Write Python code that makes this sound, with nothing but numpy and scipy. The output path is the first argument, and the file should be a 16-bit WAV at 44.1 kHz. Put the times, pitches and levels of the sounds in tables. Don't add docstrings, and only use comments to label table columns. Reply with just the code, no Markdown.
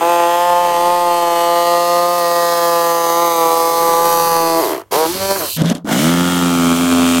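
import sys
import numpy as np
from scipy import signal
from scipy.fft import rfft, irfft, next_fast_len
from scipy.io import wavfile
from scipy.ndimage import uniform_filter1d, map_coordinates

SR = 44100
rng = np.random.default_rng(int(sys.argv[2]) if len(sys.argv) > 2 else 0)


def to_linear_factor(level_db):
    exponent = np.asarray(level_db, float) / 20
    return 10 ** exponent


def materialize(psi):
    bounded = np.clip(np.atleast_2d(psi).T, -1, 1)
    quanta = np.round(bounded * 32767).astype(np.int16)
    wavfile.write(sys.argv[1], SR, quanta)


N = 317520

# (time [s], knock level [dB], rasp level [dB], grind against knock [dB], unevenness of alternate strokes [0-1])
FIRST_LEVELS = [(0, -13, -29, -12.5, 0), (.15, -13, -25, -23, 0), (.58, -12, -27, -24.5, 0.03),
                (.7, -13, -26, -17, 0.16), (1.1, -11.5, -26.5, -25.5, 0.01), (1.6, -11.5, -24.5, -25, 0),
                (2.1, -13, -24, -22.5, .06), (2.65, -14, -22.5, -22, 0), (3.15, -14.5, -23, -23, 0),
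                (3.5, -13.5, -23, -18.5, 0.06), (3.87, -13.5, -22.5, -16, .06),
                (4.1, -14.5, -20.5, -15, .14), (4.58, -13, -23.5, -17.5, 0.11),
                (4.68, -14.5, -22, -10, 0.07), (4.75, -13.5, -22, -4.5, .08), (4.9, -17, -22.5, -9, 0.12),
                (4.945, -11, -20.5, -5, 0), (5, -14, -22.5, -16, 0.03), (5.06, -12, -24, -10, 0.19),
                (5.07, -15, -23, -16, 0.17), (5.105, -20, -24, -15, 0.08), (5.125, -27, -23.5, -2, .1),
                (5.155, -21.5, -23.5, -11, 0.19), (5.2, -22, -24.5, -11, .12),
                (5.215, -16, -21.5, -16, .08), (5.284, -21, -21.5, -18, 0.01),
                (5.312, -15, -18.5, -16, 0.24), (5.35, -24, -20, -10, 0.02), (5.362, -19.5, -23, 4, 0.15),
                (5.392, -27, -20.5, 2, 0.11), (5.416, -17, -22, -5, .14), (5.46, -26, -21.5, 4, .14),
                (5.54, -50, -23, 5, 0.2), (5.575, -57, -23, -16, 0.02)]
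# (stroke rate [Hz], level [dB])
SLOW_BLADE_LOSS = [(40, -43), (46, -36), (51, -14.5), (70, -4), (120, -0.5), (160, 0)]
# (time [s], [(frequency [Hz], relative level [dB])])
FIRST_BOARD = [(.2, [(59, -71), (100, -26), (247, -27), (338, -6), (426, -29.5), (507, 0.5), (597, -17),
               (670, -2), (855, 1.5), (1600, -19), (2080, -74), (3520, -120)]), (.9, [(59, -9), (100, -28),
               (259, -6), (346, -2), (431, -42), (513, 5), (611, -0.5), (885, 8.5), (1240, -4), (1600, -29),
               (2080, -64), (3520, -120)]), (2, [(59, -73.5), (100, -32.5), (338, -9), (421, -30.5),
               (507, 4.5), (604, -29.5), (678, -1.5), (779, -8.5), (1230, -4.5), (1600, -51), (2080, -31.5),
               (3520, -120)]), (3.2, [(59, -73), (100, -29.5), (334, -11), (417, -3), (502, -2.5),
               (678, -7.5), (753, 6), (826, -2.5), (1200, -3.5), (1600, -33), (2080, -65), (3520, -120)]),
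               (4.299, [(59, -21), (100, -38), (244, -37.5), (507, -2.5), (583, -20.5), (845, -1),
               (917, -5.5), (1180, -4), (1310, -28), (1600, -17), (2080, -26), (3520, -120)]),
               (4.75, [(59, -72), (100, -58), (240, -22), (320, 0), (420, 2), (544, -11), (670, 3),
               (735, -13), (994, -6.5), (1600, -27), (2080, -17.5), (3520, -120)]), (5.03, [(59, -72),
               (100, -18), (152, -34), (244, -22), (473, 2), (647, -5), (983, -3), (1600, -21.5),
               (2080, -53), (3520, -120)]), (5.111, [(59, -40), (100, -23), (346, 13), (686, -37), (875, 4),
               (1040, -30), (1210, -5), (1600, -26), (2080, -51), (3520, -120)]), (5.27, [(59, -53),
               (100, -17), (398, 2), (452, -2), (590, 7), (788, -1.5), (875, -50), (972, 0), (1600, -13),
               (2080, -59), (3520, -120)])]
# (frequency [Hz], delay [s])
FIRST_BENDING_DELAY = [(150, 0.0022), (500, 0.0048), (1200, 0.003134)]
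# (time [s], [(frequency [Hz], relative level per Hz [dB])])
FIRST_RASP = [(.4, [(940, -70), (1600, -8), (1920, 0), (2180, -7.5), (2820, -3.5), (4470, -11), (5580, -14),
              (6080, -10), (8040, -10), (8850, -7), (10000, -14), (11700, -7), (15900, -16)]),
              (1.5, [(940, -57), (1600, -12), (1900, -3), (2110, -15.5), (2900, -8), (3480, -10.5),
              (3760, -15), (4350, -7), (5170, -13.5), (8680, -10.5), (11800, -13), (13500, -9),
              (15900, -22)]), (2.5, [(940, -43), (1600, -3.5), (1780, -10), (1900, -3), (2010, -20),
              (2240, -13), (2370, -29), (2540, -6), (2790, -14.5), (4470, -5.5), (7660, -11.5),
              (12400, -6.5), (15900, -9.5)]), (3.301, [(940, -13), (1600, -16), (2000, 0.5), (2690, -11.5),
              (4830, 1.5), (5580, -10), (6320, 3.5), (6760, -3.5), (9020, -4), (11400, -3), (12300, 4),
              (14300, -5), (15900, -4)]), (4.2, [(940, -4), (1600, -16), (1870, -5), (2180, -29),
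              (2540, -9.5), (3320, -12), (4600, -1.5), (5220, -10.5), (6020, -3), (7230, -6), (10300, -4),
              (12600, 1.5), (15900, -8)]), (5.2, [(940, -18), (1600, -9), (1800, -5), (2240, -7),
              (3870, -2.5), (4180, -1.5), (8350, -6.5), (12500, -2.5), (15900, -11)]), (5.53, [(940, -77),
              (1600, -44), (2790, -4), (3420, -10), (4140, 1.5), (5120, -10), (8600, -6), (9740, -9),
              (11800, -1.5), (15900, -9)])]
# (frequency [Hz], relative level per Hz [dB])
FIRST_GRIND = [(18, -81), (30, -45), (118, -17), (177, -13), (271, -13.5), (333, -1), (672, -8.5),
               (737, -14), (991, -4.5), (1410, -12), (2500, -20.5), (3250, -18), (5500, -120)]


def first_cut():
    rate_hz = speed()
    loss_db = along(SLOW_BLADE_LOSS, rate_hz)
    cut = saw(rate_hz, loss_db, curves(FIRST_LEVELS), FIRST_BOARD, FIRST_BENDING_DELAY, FIRST_RASP, FIRST_GRIND,
              chatter_db=5.0, whine_db=-20.5, spread_s=0.005, sharp=1.05, each=0.17, twice=0.62, lag=0.068)
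    return filtered(cut, [(40, -9), (90, -5.5), (140, 0.5)])


# (time [s], stroke rate [Hz])
LOADED_SPEED = [(0.0, 166.8), (0.09, 172.8), (0.24, 171.1), (0.46, 175.6), (0.55, 174.9), (0.61, 175.7),
                (0.75, 172), (0.92, 175.8), (1.31, 170.8), (2.16, 174.8), (2.23, 171.8), (2.36, 172.2),
                (3.1, 168.3), (3.23, 171.0), (3.36, 166.9), (3.41, 165.9), (3.47, 165.4), (3.8, 167.6),
                (3.95, 167), (4.04, 169), (4.57, 164.7), (4.6, 165.7)]
# (time [s], speed aimed at [Hz], time constant [s])
SPEED_CHANGES = [(4.597, 36, .1), (4.908, 161.4, .025), (5.07, 196.1, .06), (5.365, 116.5, .08)]


def speed():
    rate_hz, t = curves(LOADED_SPEED)[0], np.arange(N) / SR
    for start_s, aim_hz, time_constant_s in SPEED_CHANGES:
        fade = np.exp(-np.maximum(t - start_s, 0) / time_constant_s)
        slide = aim_hz + (np.interp(start_s, t, rate_hz) - aim_hz) * fade
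        rate_hz = np.where(t < start_s, rate_hz, slide)
    return rate_hz


# (time [s], stroke rate [Hz], knock level [dB], rasp level [dB],
# grind against knock [dB], unevenness of alternate strokes [0-1])
SECOND_LEVELS = [(5.85, 49.9, -32, -46, -9, .07), (5.885, 52.94, -19, -30, -1, .07),
                 (5.924, 56.2, -14, -20.5, -5, .07), (5.955, 62.2, -16, -22, -6, .07),
                 (6.014, 76.9, -16, -18.5, -13, .07), (6.06, 81.9, -10.5, -20, -16, .07),
                 (6.12, 86.1, -12.5, -22.5, -13, .07), (6.2, 87.44, -14, -22.5, -12, .06),
                 (6.31, 88.25, -13.5, -22, -10.5, .05), (6.7, 84.5, -11, -23, -18, .05),
                 (6.742, 84.2, -13, -24, -16, .06), (6.765, 85.96, -15.5, -22, -13, .07),
                 (6.81, 86.3, -12, -22.5, -12, .07), (7.2, 85.3, -12.3, -22, -15.5, 0.054)]
# (time [s], [(frequency [Hz], relative level [dB])])
SECOND_BOARD = [(5.95, [(35, -36), (60, -28), (180, 6.5), (276, 6.5), (446, -12.5), (629, -2), (752, -20),
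                (1280, -14), (1600, -16), (2080, -52), (3520, -120)]), (6.3, [(35, -53), (60, -18),
                (85, -15), (170, 3.5), (265, 4), (446, -13), (540, -10), (620, -23), (886, -9), (1000, -21),
                (1170, -9), (1410, -6), (1600, -35), (2080, -46), (3520, -120)]), (6.9, [(35, -51),
                (60, -19), (164, -17.5), (261, 3.5), (348, -16.5), (440, -12.5), (512, -30), (595, -12),
                (692, -20.5), (949, -25), (1090, -14), (1320, -16), (1600, -29), (2080, -65),
                (3520, -120)])]
# (frequency [Hz], delay [s])
SECOND_BENDING_DELAY = [(85, 0.0091), (170, 0.0096), (260, 0.0059), (400, 0.0031), (1000, 0.0012)]
# (time [s], [(frequency [Hz], relative level per Hz [dB])])
SECOND_RASP = [(6, [(940, -24), (1600, -7), (2200, -1), (2560, -12), (2960, -1.5), (4560, -10.5),
               (6080, -7), (13400, -13.5), (15900, -16)]), (6.7, [(940, -22), (1600, -15), (2010, -14),
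               (2400, -8), (2610, -9), (3170, -7), (4830, -13), (7810, -9), (11800, -16), (14600, -16),
               (15900, -20)])]
# (frequency [Hz], relative level per Hz [dB])
SECOND_GRIND = [(18, -64), (30, -29), (91, -44), (156, 4.5), (209, -2), (415, -8), (624, -5), (684, -1.5),
                (1330, -12.5), (1430, -3.5), (2500, -36), (3250, -51), (5500, -120)]


def second_cut():
    rate_hz, *levels = curves(SECOND_LEVELS)
    return saw(rate_hz, 0, levels, SECOND_BOARD, SECOND_BENDING_DELAY, SECOND_RASP, SECOND_GRIND,
               chatter_db=-1.3, whine_db=-9.5, spread_s=0.0046, sharp=0.38, each=0.31, twice=0.58, lag=0.0796)


def saw(rate_hz, loss_db, levels, board, late, rasp, grind, chatter_db, whine_db, spread_s, sharp, each, twice, lag):
    knock_db, rasp_db, grind_db, uneven, gate = levels
    flutter_db, flutter_hz = 0.83, 12
    knock_db = knock_db + loss_db + flutter_db * wobble(flutter_hz)
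    rasp_db = rasp_db + 1.41 * loss_db + 0.6 * flutter_db * wobble(flutter_hz)
    grind_db = grind_db + 0.52 * np.maximum(58 - rate_hz, 0)

    sliding = uniform_filter1d(np.gradient(np.log(rate_hz)) * SR, size=1500)
    blur_most_db = 10
    blur_db = np.minimum(8 * abs(sliding), blur_most_db)
    chatter_db = chatter_db - blur_db
    whine_db = rasp_db + whine_db + np.interp(sliding, [-5, -2, 0.3, 1.2], [6, 0, 0, -14])

    pulses, turns = strokes(rate_hz, uneven, jitter=0.0011, scatter_db=0.9)
    angle = 2 * np.pi * (turns - lag)
    swell = stroke_swell(angle, sharp, each, twice)
    rubbing = unit(filtered(np.sqrt(swell) * rng.standard_normal(N), grind))
    knock = changing(delayed(pulses, late), board) + to_linear_factor(grind_db) * rubbing
    knock = knock / np.sqrt(1 + to_linear_factor(2 * grind_db))
    teeth = hiss_in_bursts(swell) + to_linear_factor(chatter_db) * chatter(pulses, spread_s)
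    hiss = changing(teeth / np.sqrt(1 + to_linear_factor(2 * chatter_db)), rasp)
    whine = gear_whine(angle, blur_db, blur_most_db)
    return gate * (to_linear_factor(knock_db) * knock + to_linear_factor(rasp_db) * hiss + to_linear_factor(whine_db) * whine)


def strokes(rate_hz, uneven, jitter, scatter_db):
    turns = np.cumsum(rate_hz) / SR
    k = np.arange(1, int(turns[-1]))
    chance = rng.standard_normal((len(k), 2))
    at = np.interp(k + jitter * chance[:, 0], turns, np.arange(N))
    whole = at.astype(int)
    size = to_linear_factor(scatter_db * chance[:, 1]) * (1 + (-1) ** k * np.clip(uneven[whole], 0, 1))
    taps = whole[:, None] + np.arange(-7, 9)
    gap = taps - at[:, None]
    kernel = size[:, None] * np.sinc(gap) * np.cos(np.pi * gap / 16) ** 2
    pulses = np.bincount(np.clip(taps, 0, N - 1).ravel(), kernel.ravel(), N)
    return pulses / np.sqrt(rate_hz / rate_hz.mean()), turns


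def stroke_swell(angle, sharp, each, twice):
    chips_db = 1.5 * unit(uniform_filter1d(rng.standard_normal(N), size=70))
    return unit(to_linear_factor(chips_db) * np.exp(sharp * (each * np.cos(angle) + twice * np.cos(2 * angle))))


def hiss_in_bursts(swell):
    def split(hz):
        low_share = 1 / (1 + (hz / 6500) ** 4)
        return [low_share, 1 - low_share]
    low, high = shaped(rng.standard_normal(N), split)
    return low + swell * high


def gear_whine(angle, blur_db, blur_most_db):
    drift = 0.15 * unit(uniform_filter1d(rng.standard_normal(N), size=600))
    phase = 37 * angle + drift
    octave = to_linear_factor(-5 + blur_db - blur_most_db) * np.sin(2 * phase)
    return to_linear_factor(0.45 * blur_db * wobble(45)) * np.sqrt(2) * (np.sin(phase) + octave)


# (frequency [Hz], level [dB])
REPEATING_PART = [(1600, 6), (3000, 3), (5000, 2), (7000, -1.5), (13000, -5)]


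def chatter(pulses, spread_s):
    run = np.transpose([np.arange(1, 81) * 200, spread_s * rng.random(80)])
    contacts = shaped(delayed(unit(pulses), run), lambda hz: to_linear_factor(along(REPEATING_PART, hz)))
    z = signal.stft(contacts, nperseg=512)[2]
    field = uniform_filter1d(rng.standard_normal(z.shape), size=2, axis=0)
    field = uniform_filter1d(field, size=60, axis=1)
    fading_db = 4.5 * np.clip(unit(field), -3, 1.6) - 2.3
    return signal.istft(z * to_linear_factor(fading_db), nperseg=512)[1][:N]


# (time [s], boom level [dB], rattle level [dB], grit level [dB])
SHOE_SCRAPE = [(5.565, -26, -36, -36), (5.58, -20, -24, -29), (5.62, -10, -16.5, -27),
               (5.635, -34, -28, -42), (5.645, -12, -20, -30.5), (5.694, -15, -23, -25.5),
               (5.712, -16, -16.5, -27), (5.726, -28, -17, -28), (5.735, -27, -29, -46),
               (5.76, -35, -28, -34.5), (5.795, -40, -38, -56), (5.842, -34, -54, -77)]
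# (frequency [Hz], relative level per Hz [dB])
RATTLE_COLOUR = [(130, -26), (220, 0.5), (311, -7), (353, -14), (635, -6.5), (862, -22), (957, -16),
                 (1500, -25), (1950, -50), (3300, -120)]
GRIT_COLOUR = [(880, -33), (1500, 0.5), (2630, -8), (3310, -0.5), (4320, -8), (6670, -11), (7510, -15),
               (13000, -17), (15900, -28)]


def scrape():
    boom_db, rattle_db, grit_db, gate = curves(SHOE_SCRAPE)
    boom_hz = 166 + 5 * wobble(30)
    boom = np.sqrt(2) * np.sin(2 * np.pi * np.cumsum(boom_hz) / SR)
    rattle = unit(filtered(rng.standard_normal(N), RATTLE_COLOUR))
    grit = unit(filtered(rng.standard_normal(N), GRIT_COLOUR))
    stutter_db = 1.5 * wobble(50)
    return gate * (to_linear_factor(boom_db) * boom + to_linear_factor(rattle_db + stutter_db) * rattle + to_linear_factor(grit_db) * grit)


# (time [s], crack level [dB], knock against that level [dB])
GRIT_SNAPS = [(5.6188, -10.5, 8), (5.636, -20, 2), (5.6589, -11, 4), (5.7, -8, 5), (5.7507, -13.5, 5),
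              (5.77, -23, 3), (5.781, -28, 8), (5.8461, -33, 25), (5.856, -42, 29), (5.8885, -16, 5),
              (5.152, -30, 14)]
# (frequency [Hz], level [dB])
SNAP_COLOUR = [(1500, -28), (3000, 2.5), (6500, -3), (10000, -6), (16000, -24)]


def ticks():
    cracks, knocks, t = np.zeros(N + SR), np.zeros(N + SR), np.arange(SR // 20) / SR
    for start_s, crack_db, knock_db in GRIT_SNAPS:
        span = slice(round(start_s * SR), round(start_s * SR) + len(t))
        cracks[span] += to_linear_factor(crack_db - 1.5 - 60 * t / 0.013) * rng.standard_normal(len(t))
        soft_start = 1 - np.exp(-t / 0.0018)
        knocks[span] += to_linear_factor(crack_db + knock_db - 60 * t / 0.034) * np.sin(2 * np.pi * 260 * t) * soft_start
    return filtered(cracks[:N], SNAP_COLOUR) + knocks[:N]


# (time [s], level [dB])
FLOOR_RUMBLE = [(0, -55), (3.8, -60), (4, -52), (5, -59.5), (5.11, -40), (5.56, -44)]


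def rumble(lean_depth):
    db, gate = curves(FLOOR_RUMBLE)
    colour = [(20, -28), (55, -15), (100, -3), (140, -26), (260, -36)]
    mid, side = unit(filtered(rng.standard_normal((2, N)), colour))
    side = to_linear_factor(-9) * lean_depth * side
    return gate * to_linear_factor(db + 1.7 * wobble(3.2)) * np.array([mid + side, mid - side])


# (frequency [Hz], relative level per Hz [dB])
ROOM_COLOUR = [(18, -37), (30, 9), (374, 1), (760, -30.5), (1460, -38), (1630, -90), (2230, -84),
               (16000, -55)]


def room_tone():
    return to_linear_factor(-62) * unit(filtered(rng.standard_normal((2, N)), ROOM_COLOUR))


def unit(x):
    return x / np.sqrt(np.mean(x ** 2) + 1e-20)


def along(points, hz):
    f, v = np.transpose(points)
    return np.interp(np.log(hz + 1), np.log(f + 1), v)


def curves(rows):
    s, *cols = np.transpose(rows)
    t = np.arange(N) / SR
    gate = uniform_filter1d(((t >= s[0]) & (t <= s[-1])) * 1., size=200)
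    return [np.interp(t, s, c) for c in cols] + [gate]


def wobble(rate):
    return map_coordinates(rng.standard_normal(int(N * rate / SR) + 4), [np.arange(N) * rate / SR])


def filtered(x, spectrum):
    m = next_fast_len(N + 8192) // 2 * 2
    level_db = np.maximum(along(spectrum, np.fft.rfftfreq(m, 1 / SR)), -70)
    cepstrum = irfft(level_db * np.log(10) / 20, m)
    cepstrum[1:m // 2] *= 2
    cepstrum[m // 2 + 1:] = 0
    return irfft(rfft(x, m) * np.exp(rfft(cepstrum)), m)[..., :N]


def changing(x, colours):
    times, t, out = [s for s, _ in colours], np.arange(N) / SR, np.zeros(N)
    for k, (_, spectrum) in enumerate(colours):
        share = np.interp(t, times, np.arange(len(times)) == k)
        y = filtered(x, spectrum)
        out += share * y / np.sqrt(np.average(y ** 2, weights=share))
    return out


def shaped(x, response):
    m = next_fast_len(N + 8192)
    return irfft(rfft(x, m) * response(np.fft.rfftfreq(m, 1 / SR)), m)[..., :N]


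def delayed(x, points):
    return shaped(x, lambda hz: np.exp(-2j * np.pi * np.cumsum(along(points, hz)) * hz[1]))


def spread(mid, lean, depth):
    side = depth * shaped(mid, lambda hz: along(lean, hz))
    return np.array([mid + side, mid - side])


# (time [s], depth of the lean [factor])
LEAN_DEPTH = [(0, 0.03), (1.4, 0.12), (2.1, .6), (2.6, 0.95), (3.95, 1.05), (4.1, 0.62), (4.8, 0.6),
              (4.95, 1.2), (5.5, 1.3)]
# (frequency [Hz], share added left and taken right [factor])
FIRST_LEAN = [(600, 0), (1050, -0.07), (1600, -0.02), (3000, -0.05), (4200, -0.13), (6000, -0.075),
              (9000, -0.11), (13000, -0.16)]
# (frequency [Hz], share added left and taken right [factor])
SECOND_LEAN = [(200, 0), (500, -0.02), (800, -0.1), (1100, -0.05), (1600, -0.13), (2600, 0.1), (4000, 0.04),
               (6000, 0.18), (8500, -0.02), (11000, 0.04), (14600, 0.15)]


def scene():
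    lean_depth = curves(LEAN_DEPTH)[0]
    first = spread(first_cut(), FIRST_LEAN, lean_depth)
    later = spread(second_cut() + scrape() + ticks(), SECOND_LEAN, 1)
    return first + later + rumble(lean_depth) + room_tone()


def top_cut(x):
    return signal.sosfilt(signal.butter(12, 16860, fs=SR, output="sos"), x)


def record(dry):
    mix = shaped(dry, lambda hz: hz < 15970)
    return top_cut(mix)


dry = scene()
out = record(dry)
materialize(out)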